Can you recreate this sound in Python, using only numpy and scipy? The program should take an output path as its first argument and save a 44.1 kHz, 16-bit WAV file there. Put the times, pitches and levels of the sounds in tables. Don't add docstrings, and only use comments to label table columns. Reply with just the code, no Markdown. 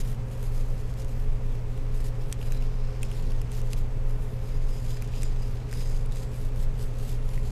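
import sys
import numpy as np
from scipy import signal
from scipy.fft import rfft, irfft
from scipy.io import wavfile
from scipy.ndimage import uniform_filter1d

SR = 44100
rng = np.random.default_rng(int(sys.argv[2]) if len(sys.argv) > 2 else 0)


def gain_from_db(level_db):
    decades = np.asarray(level_db, float) / 20
    return 10 ** decades


def pcm_store(signal):
    levels = np.round(np.clip(np.atleast_2d(signal), -1, 1) * 32767)
    wavfile.write(sys.argv[1], SR, levels.astype(np.int16).T)


N = 331191


def evened(x):
    return x / np.sqrt(np.mean(x ** 2) + 1e-20)


def drift(rate_hz):
    hz = np.fft.rfftfreq(N, 1 / SR)
    return evened(irfft(rfft(rng.standard_normal(N)) / (1 + (hz / rate_hz) ** 2), N))


def colored(x, points):
    hz = np.fft.rfftfreq(N, 1 / SR)
    point_hz, point_db = np.transpose(points)
    curve_db = np.interp(np.log(hz + 1), np.log(point_hz + 1), point_db)
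    return irfft(rfft(x) * gain_from_db(curve_db), N)


def resonate(x, hz, width_hz):
    return signal.lfilter(*signal.iirpeak(np.clip(hz, 100, SR / 2.2), hz / width_hz, SR), x)


def glide(x, hz, width_hz):
    turn = np.exp(2j * np.pi * np.cumsum(hz) / SR)
    r = np.exp(-np.pi * width_hz / SR)
    return 2 * (turn * signal.lfilter([1 - r], [1, -r], x / turn)).real


def slips(per_s, spread_db, clump_db, patter_db):
    size = gain_from_db(spread_db * np.minimum(rng.exponential(1, N), 4)) * rng.choice([-1., 1.], N)
    happens = rng.random(N) < per_s / SR
    return size * happens * gain_from_db(clump_db * drift(106) + patter_db * drift(19))


def patchy(x, depth_db):
    z = signal.stft(x, nperseg=256)[2]
    patches = rng.standard_normal(z.shape[::-1])
    patches = uniform_filter1d(patches, size=24, axis=0)
    patches = uniform_filter1d(patches, size=4, axis=1)
    return signal.istft(z * gain_from_db(depth_db * evened(patches).T), nperseg=256)[1][:N]


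# start_s, length_s, tips_db, parts_db (small parts above the tips)
DABS = [(-.03, 0.052, -54.5, 8.5), (0.003, 0.16, -55.5, -2.5), (0.257, 0.29, -62, -2),
        (0.398, 0.1, -56, -6), (.5, 0.14, -59.5, 1), (0.624, 0.15, -64, -3), (0.762, .08, -65, 3),
        (.85, 0.11, -67, 2), (0.958, 0.088, -60, 4.5), (1.07, .07, -61.5, 0), (1.14, .14, -63, -10),
        (1.428, 0.15, -65.5, -4), (1.303, .12, -85, -4), (1.662, .14, -70, -5), (1.8, 0.11, -72, -7),
        (1.913, .12, -58.5, -4), (2.031, 0.076, -54.5, -1.5), (2.185, .07, -66, -4),
        (2.246, 0.096, -61, -14), (2.387, 0.12, -58, -5), (2.48, 0.11, -60.5, -9), (2.6, .08, -65, -2),
        (2.68, 0.56, -72, -11), (3.015, 0.066, -64, 4), (3.048, 0.22, -61, -7), (3.217, 0.22, -65.5, -3),
        (3.507, 0.11, -57.5, 2.5), (3.633, 0.065, -61, -1), (3.697, 0.052, -56, -2), (3.758, .065, -59, -3)]
# start_s, length_s, tips_db, parts_db
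SWEEPS = [(4.065, 0.085, -63, -4), (4.14, 0.26, -63, -11), (4.42, 0.093, -63, 1), (4.5, 0.087, -61, 0),
          (4.6, 0.29, -61.5, 2.5), (4.83, .16, -58, 3.5), (5.01, 0.044, -62, -6), (5.085, 0.23, -60.5, 1),
          (5.29, 0.22, -70, 9), (5.4, 0.19, -63, -8), (5.69, 0.16, -56.5, 1.5), (5.78, 0.29, -62, 6.5),
          (6.1, .18, -60.5, 7), (6.29, .21, -58.5, -2), (6.55, 0.12, -58, -3), (6.764, 0.13, -55, -2),
          (6.88, 0.078, -71, -8), (6.95, .23, -57, 0), (7.23, 0.19, -58, -5), (7.41, 0.25, -59.5, 2.5)]


def hand():
    arch_db_per_s, rest_db = 38, -74
    t = np.arange(0, N + 64, 64) / SR
    start, length, tips_db, parts_db = np.transpose(DABS + SWEEPS)[:, :, None]
    ramp_s = .03 + .22 * length
    to_edge_s = np.minimum(t - start, start + length - t)
    edges = np.clip((to_edge_s + 0.38 * ramp_s) / ramp_s, 0, 1)
    arch = np.sin(np.pi * np.clip((t - start) / length, 0, 1)) - 1
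    arch_db = arch_db_per_s * np.minimum(length, .2) * arch
    tips = np.sin(np.pi / 2 * edges) ** 2 * gain_from_db(tips_db + arch_db)
    curves = []
    for strokes in (tips, tips * gain_from_db(parts_db)):
        total = np.sqrt(gain_from_db(2 * rest_db) + (strokes ** 2).sum(axis=0))
        curves.append(np.interp(np.arange(N) / SR, t, 20 * np.log10(total)))
    return curves


# start_s,
# end_s, pitch_hz, width_hz, level_db
SINGING = [(1.1, 1.27, 12300, 500, -76), (2.428, 2.62, 3940, 170, -65), (3.04, 3.26, 6770, 220, -71),
           (4.84, 4.99, 6950, 300, -73), (5.22, 5.31, 6900, 300, -62), (5.74, 5.916, 3800, 300, -79),
           (6.1, 6.45, 7560, 400, -70), (6.58, 6.68, 7660, 400, -67), (6.768, 6.895, 7800, 400, -66),
           (7.02, 7.16, 7600, 400, -64), (7.1, 7.46, 10100, 300, -74), (3.52, 3.6, 13000, 1200, -66),
           (2.7, 3.5, 4350, 900, -72), (4.3, 4.5, 11300, 3000, -77), (4.455, 4.487, 4950, 300, -66),
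           (4.5, 4.575, 4950, 300, -66), (4.69, 4.81, 4980, 300, -65), (4.92, 4.985, 4950, 300, -63),
           (5.16, 5.3, 4950, 300, -64), (5.41, 5.47, 4950, 300, -67)]


def singing_parts(x):
    out = np.zeros(N)
    for start, end, hz, width, db in SINGING:
        at = slice(round(start * SR), round(end * SR))
        song = resonate(resonate(x[at], hz, width), hz, 3 * width)
        out[at] += gain_from_db(db) * evened(song) * signal.windows.tukey(len(song), .4)
    return out


# pitch_hz, level_db (per Hz)
BRISTLE = [(5500, -62), (7400, 4), (8200, 2.5), (9200, 8), (11000, 7), (13700, 6), (14500, -25)]
# pitch_hz, width_hz, level_db
PARTS = [(4650, 1900, 5.5), (6300, 930, 5), (6950, 340, -10)]
# time_s, shield_pitch_hz (metal shield), shield_db (above the parts), board_db
PLACE = [(0, 5050, -14, -61), (.6, 5000, -13, -64), (1.2, 5100, -12, -62), (1.6, 5000, -14, -63),
         (2.2, 4950, -10, -60.5), (2.45, 4880, 1, -59.5), (2.7, 4870, 8, -56.5), (3.05, 5100, 4, -57.5),
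         (3.45, 5100, -10, -57.5), (4.2, 5000, -16, -64), (4.46, 4930, -6, -61), (4.7, 4970, -7, -61),
         (5.2, 4880, -4, -56), (5.46, 4940, -1, -60), (5.85, 4960, 2, -60), (6.2, 4950, -17, -62.5),
         (6.6, 4960, -24, -61), (7.51, 4970, -22, -61)]


def bristles(shield_width_hz=230):
    s, *columns = np.transpose(PLACE)
    note_hz, shield_db, board_db = (np.interp(np.arange(N) / SR, s, c) for c in columns)
    tips_db, parts_db = hand()
    board_db = board_db + 0.43 * (tips_db - tips_db.mean())

    plain = slips(per_s=9000, spread_db=2.5, clump_db=2.0, patter_db=1.17)
    x = patchy(plain, depth_db=1.26)
    tips = colored(x, BRISTLE)
    parts = sum(gain_from_db(db) * resonate(x, hz, width) for hz, width, db in PARTS)
    shield = glide(glide(plain, note_hz, shield_width_hz), note_hz, 3 * shield_width_hz)
    board_hz, board_width_hz = 3000, 4730
    board = resonate(resonate(x, board_hz, board_width_hz), board_hz, board_width_hz)

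    out = gain_from_db(tips_db - 0.2) * evened(tips)
    out += gain_from_db(parts_db - 1.0) * evened(parts)
    out += gain_from_db(parts_db + shield_db - 6.0) * evened(shield)
    out += gain_from_db(board_db - 0.7) * evened(board)
    return out + singing_parts(x)


# time_s, bright_db (peak), board_pitch_hz, board_db (peak), bright_pitch_hz
SNAGS = [(0.4291, -33, 1770, -49, 11600), (1.7765, -35.5, 2240, -50, 11600),
         (2.3254, -20.5, 3480, -35, 7660), (2.414, -46, 2800, -34, 11800), (2.4278, -44, 2500, -33, 4600),
         (2.521, -28.5, 2450, -33.5, 5800), (2.6235, -37, 2800, -38.5, 4900),
         (3.0302, -24, 2620, -27, 8200), (3.115, -35, 2760, -33.5, 6200), (3.3194, -37, 2630, -40, 5000),
         (3.4161, -33.5, 2540, -35, 6300), (3.5178, -33, 2600, -49, 6300), (3.616, -37, 2890, -42, 6600),
         (3.7315, -23.5, 2630, -30, 5800), (4.6897, -42, 2930, -40, 4900), (4.9696, -52, 1760, -35.5, 4900),
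         (5.0222, -27.5, 2570, -39, 11000), (5.1366, -48, 2500, -37, 4600), (5.221, -31.5, 2470, -38, 6000),
         (5.2317, -24.5, 2680, -33.5, 7600), (5.7273, -32, 2110, -30, 5870),
         (5.8122, -39, 2470, -35.5, 4800), (6.1216, -36, 3880, -43, 7000), (7.377, -43, 1930, -32, 4500)]
# time_s, bright_db (peak), bright_pitch_hz
FLICKS = [(.4406, -43, 9400), (.9385, -41, 5500), (1.001, -44, 4900), (1.046, -38, 5900),
          (1.5459, -49, 4500), (2.064, -39, 5800), (2.3147, -43, 5900), (3.02, -42, 5960),
          (3.1257, -43, 7100), (3.2244, -44, 7100), (3.763, -45, 4500), (5.075, -41, 5170),
          (5.3306, -46, 4500), (5.4241, -42, 6100), (5.7124, -37, 4500), (5.7372, -33, 4500),
          (5.8982, -43, 6700), (6.0595, -38.5, 9500), (6.1575, -34.5, 8700), (6.5598, -39, 4500),
          (7.2902, -39, 4800), (7.4315, -45, 9200)]


def snags(board_width_hz=380, bright_width_hz=3000, crack_db=-5.0, bright_db=-6.5, board_db=-3.5):
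    rows = []
    for row in SNAGS:
        ms = 3.4 + .11 * (max(row[1], row[3]) - SNAGS[2][1])
        rows.append((*row, ms))
    for s, db, hz in FLICKS:
        rows.append((s, db, 2240, db - 11, hz, 3.2))

    out, t = np.zeros(N + 2000), np.arange(2000) / SR
    treble = signal.butter(2, [1300, 11500], "band", fs=SR)
    for s, db, low_hz, low_db, high_hz, ms in rows:
        u = t / (max(ms, .3) / 5500)
        burst = rng.standard_normal(2000) * (u ** 3 * np.exp(-u)) ** 2
        crack = signal.lfilter(*treble, burst)
        bright = resonate(burst, high_hz, bright_width_hz)
        note = resonate(resonate(burst, low_hz, board_width_hz), low_hz, 6 * board_width_hz)
        first = round((s - ms / 5500) * SR)
        layers = ((db + crack_db, crack), (db + bright_db, bright), (low_db + board_db, note))
        for peak_db, layer in layers:
            out[first:first + 2000] += gain_from_db(peak_db) * layer / abs(layer).max()
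    return out[:N]


def bench(x, t60=0.041):
    t = np.arange(4000) / SR
    tail = rng.standard_normal(4000) * gain_from_db(-60 * t / t60) * (t > .002)
    return signal.oaconvolve(x, tail / np.linalg.norm(tail))[:N]


# pitch_hz,
# level_db (rms)
TONES = [(9.3, -47), (23.6, -29), (25.1, -33.5), (37.3, -37.5), (74.7, -57), (76.4, -53.5), (112.0, -62),
         (119.9, -35.5), (222.2, -63), (353.3, -70), (412.2, -55.5), (421.9, -57.5), (436.4, -64),
         (471.0, -85.5), (474.7, -68), (527.4, -62), (530.1, -59), (565.6, -71), (632.9, -71.5),
         (2618.6, -74.5), (7867.2, -79)]


def machines(waver=0.25):
    t, creep = np.arange(N) / SR, drift(0.2)
    out = np.zeros(N)
    for hz, db in TONES:
        start = 2 * np.pi * rng.random()
        phase = 2 * np.pi * hz * t + start + waver * np.cos(start) * creep
        out += np.sqrt(2) * gain_from_db(db) * np.sin(phase)
    return out


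# pitch_hz, level_db (per Hz)
RUMBLE = [(3, -86), (9, -79), (14, -46.5), (22, -38.5), (30, -72.5), (50, -51), (70, -59.5), (110, -60),
          (135, -60), (190, -71.5), (250, -68.5), (320, -78.5), (450, -73.5), (600, -80)]
# pitch_hz, level_db (per Hz)
HISS = [(600, -81), (1000, -83.5), (1550, -89.5), (2400, -92), (3300, -98.5), (4200, -102), (6500, -103.5),
        (8500, -108), (12000, -109.5), (14500, -112)]


def room_air():
    return colored(rng.standard_normal(N), RUMBLE + HISS[1:]) * np.sqrt(SR / 2)


def scene():
    brush = bristles() + snags()
    return (brush + gain_from_db(-16) * bench(brush) + machines() + room_air())[None]


def low_pass(x):
    return signal.sosfilt(signal.butter(12, 15120, fs=SR, output="sos"), x)


def record(dry):
    faded = dry * signal.windows.tukey(N, 200 / N)
    lowpass = signal.firwin(801, 14230, window=("kaiser", 5), fs=SR)
    limited = signal.oaconvolve(faded, lowpass[None], "same")
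    return low_pass(limited)


dry = scene()
out = record(dry)
pcm_store(out)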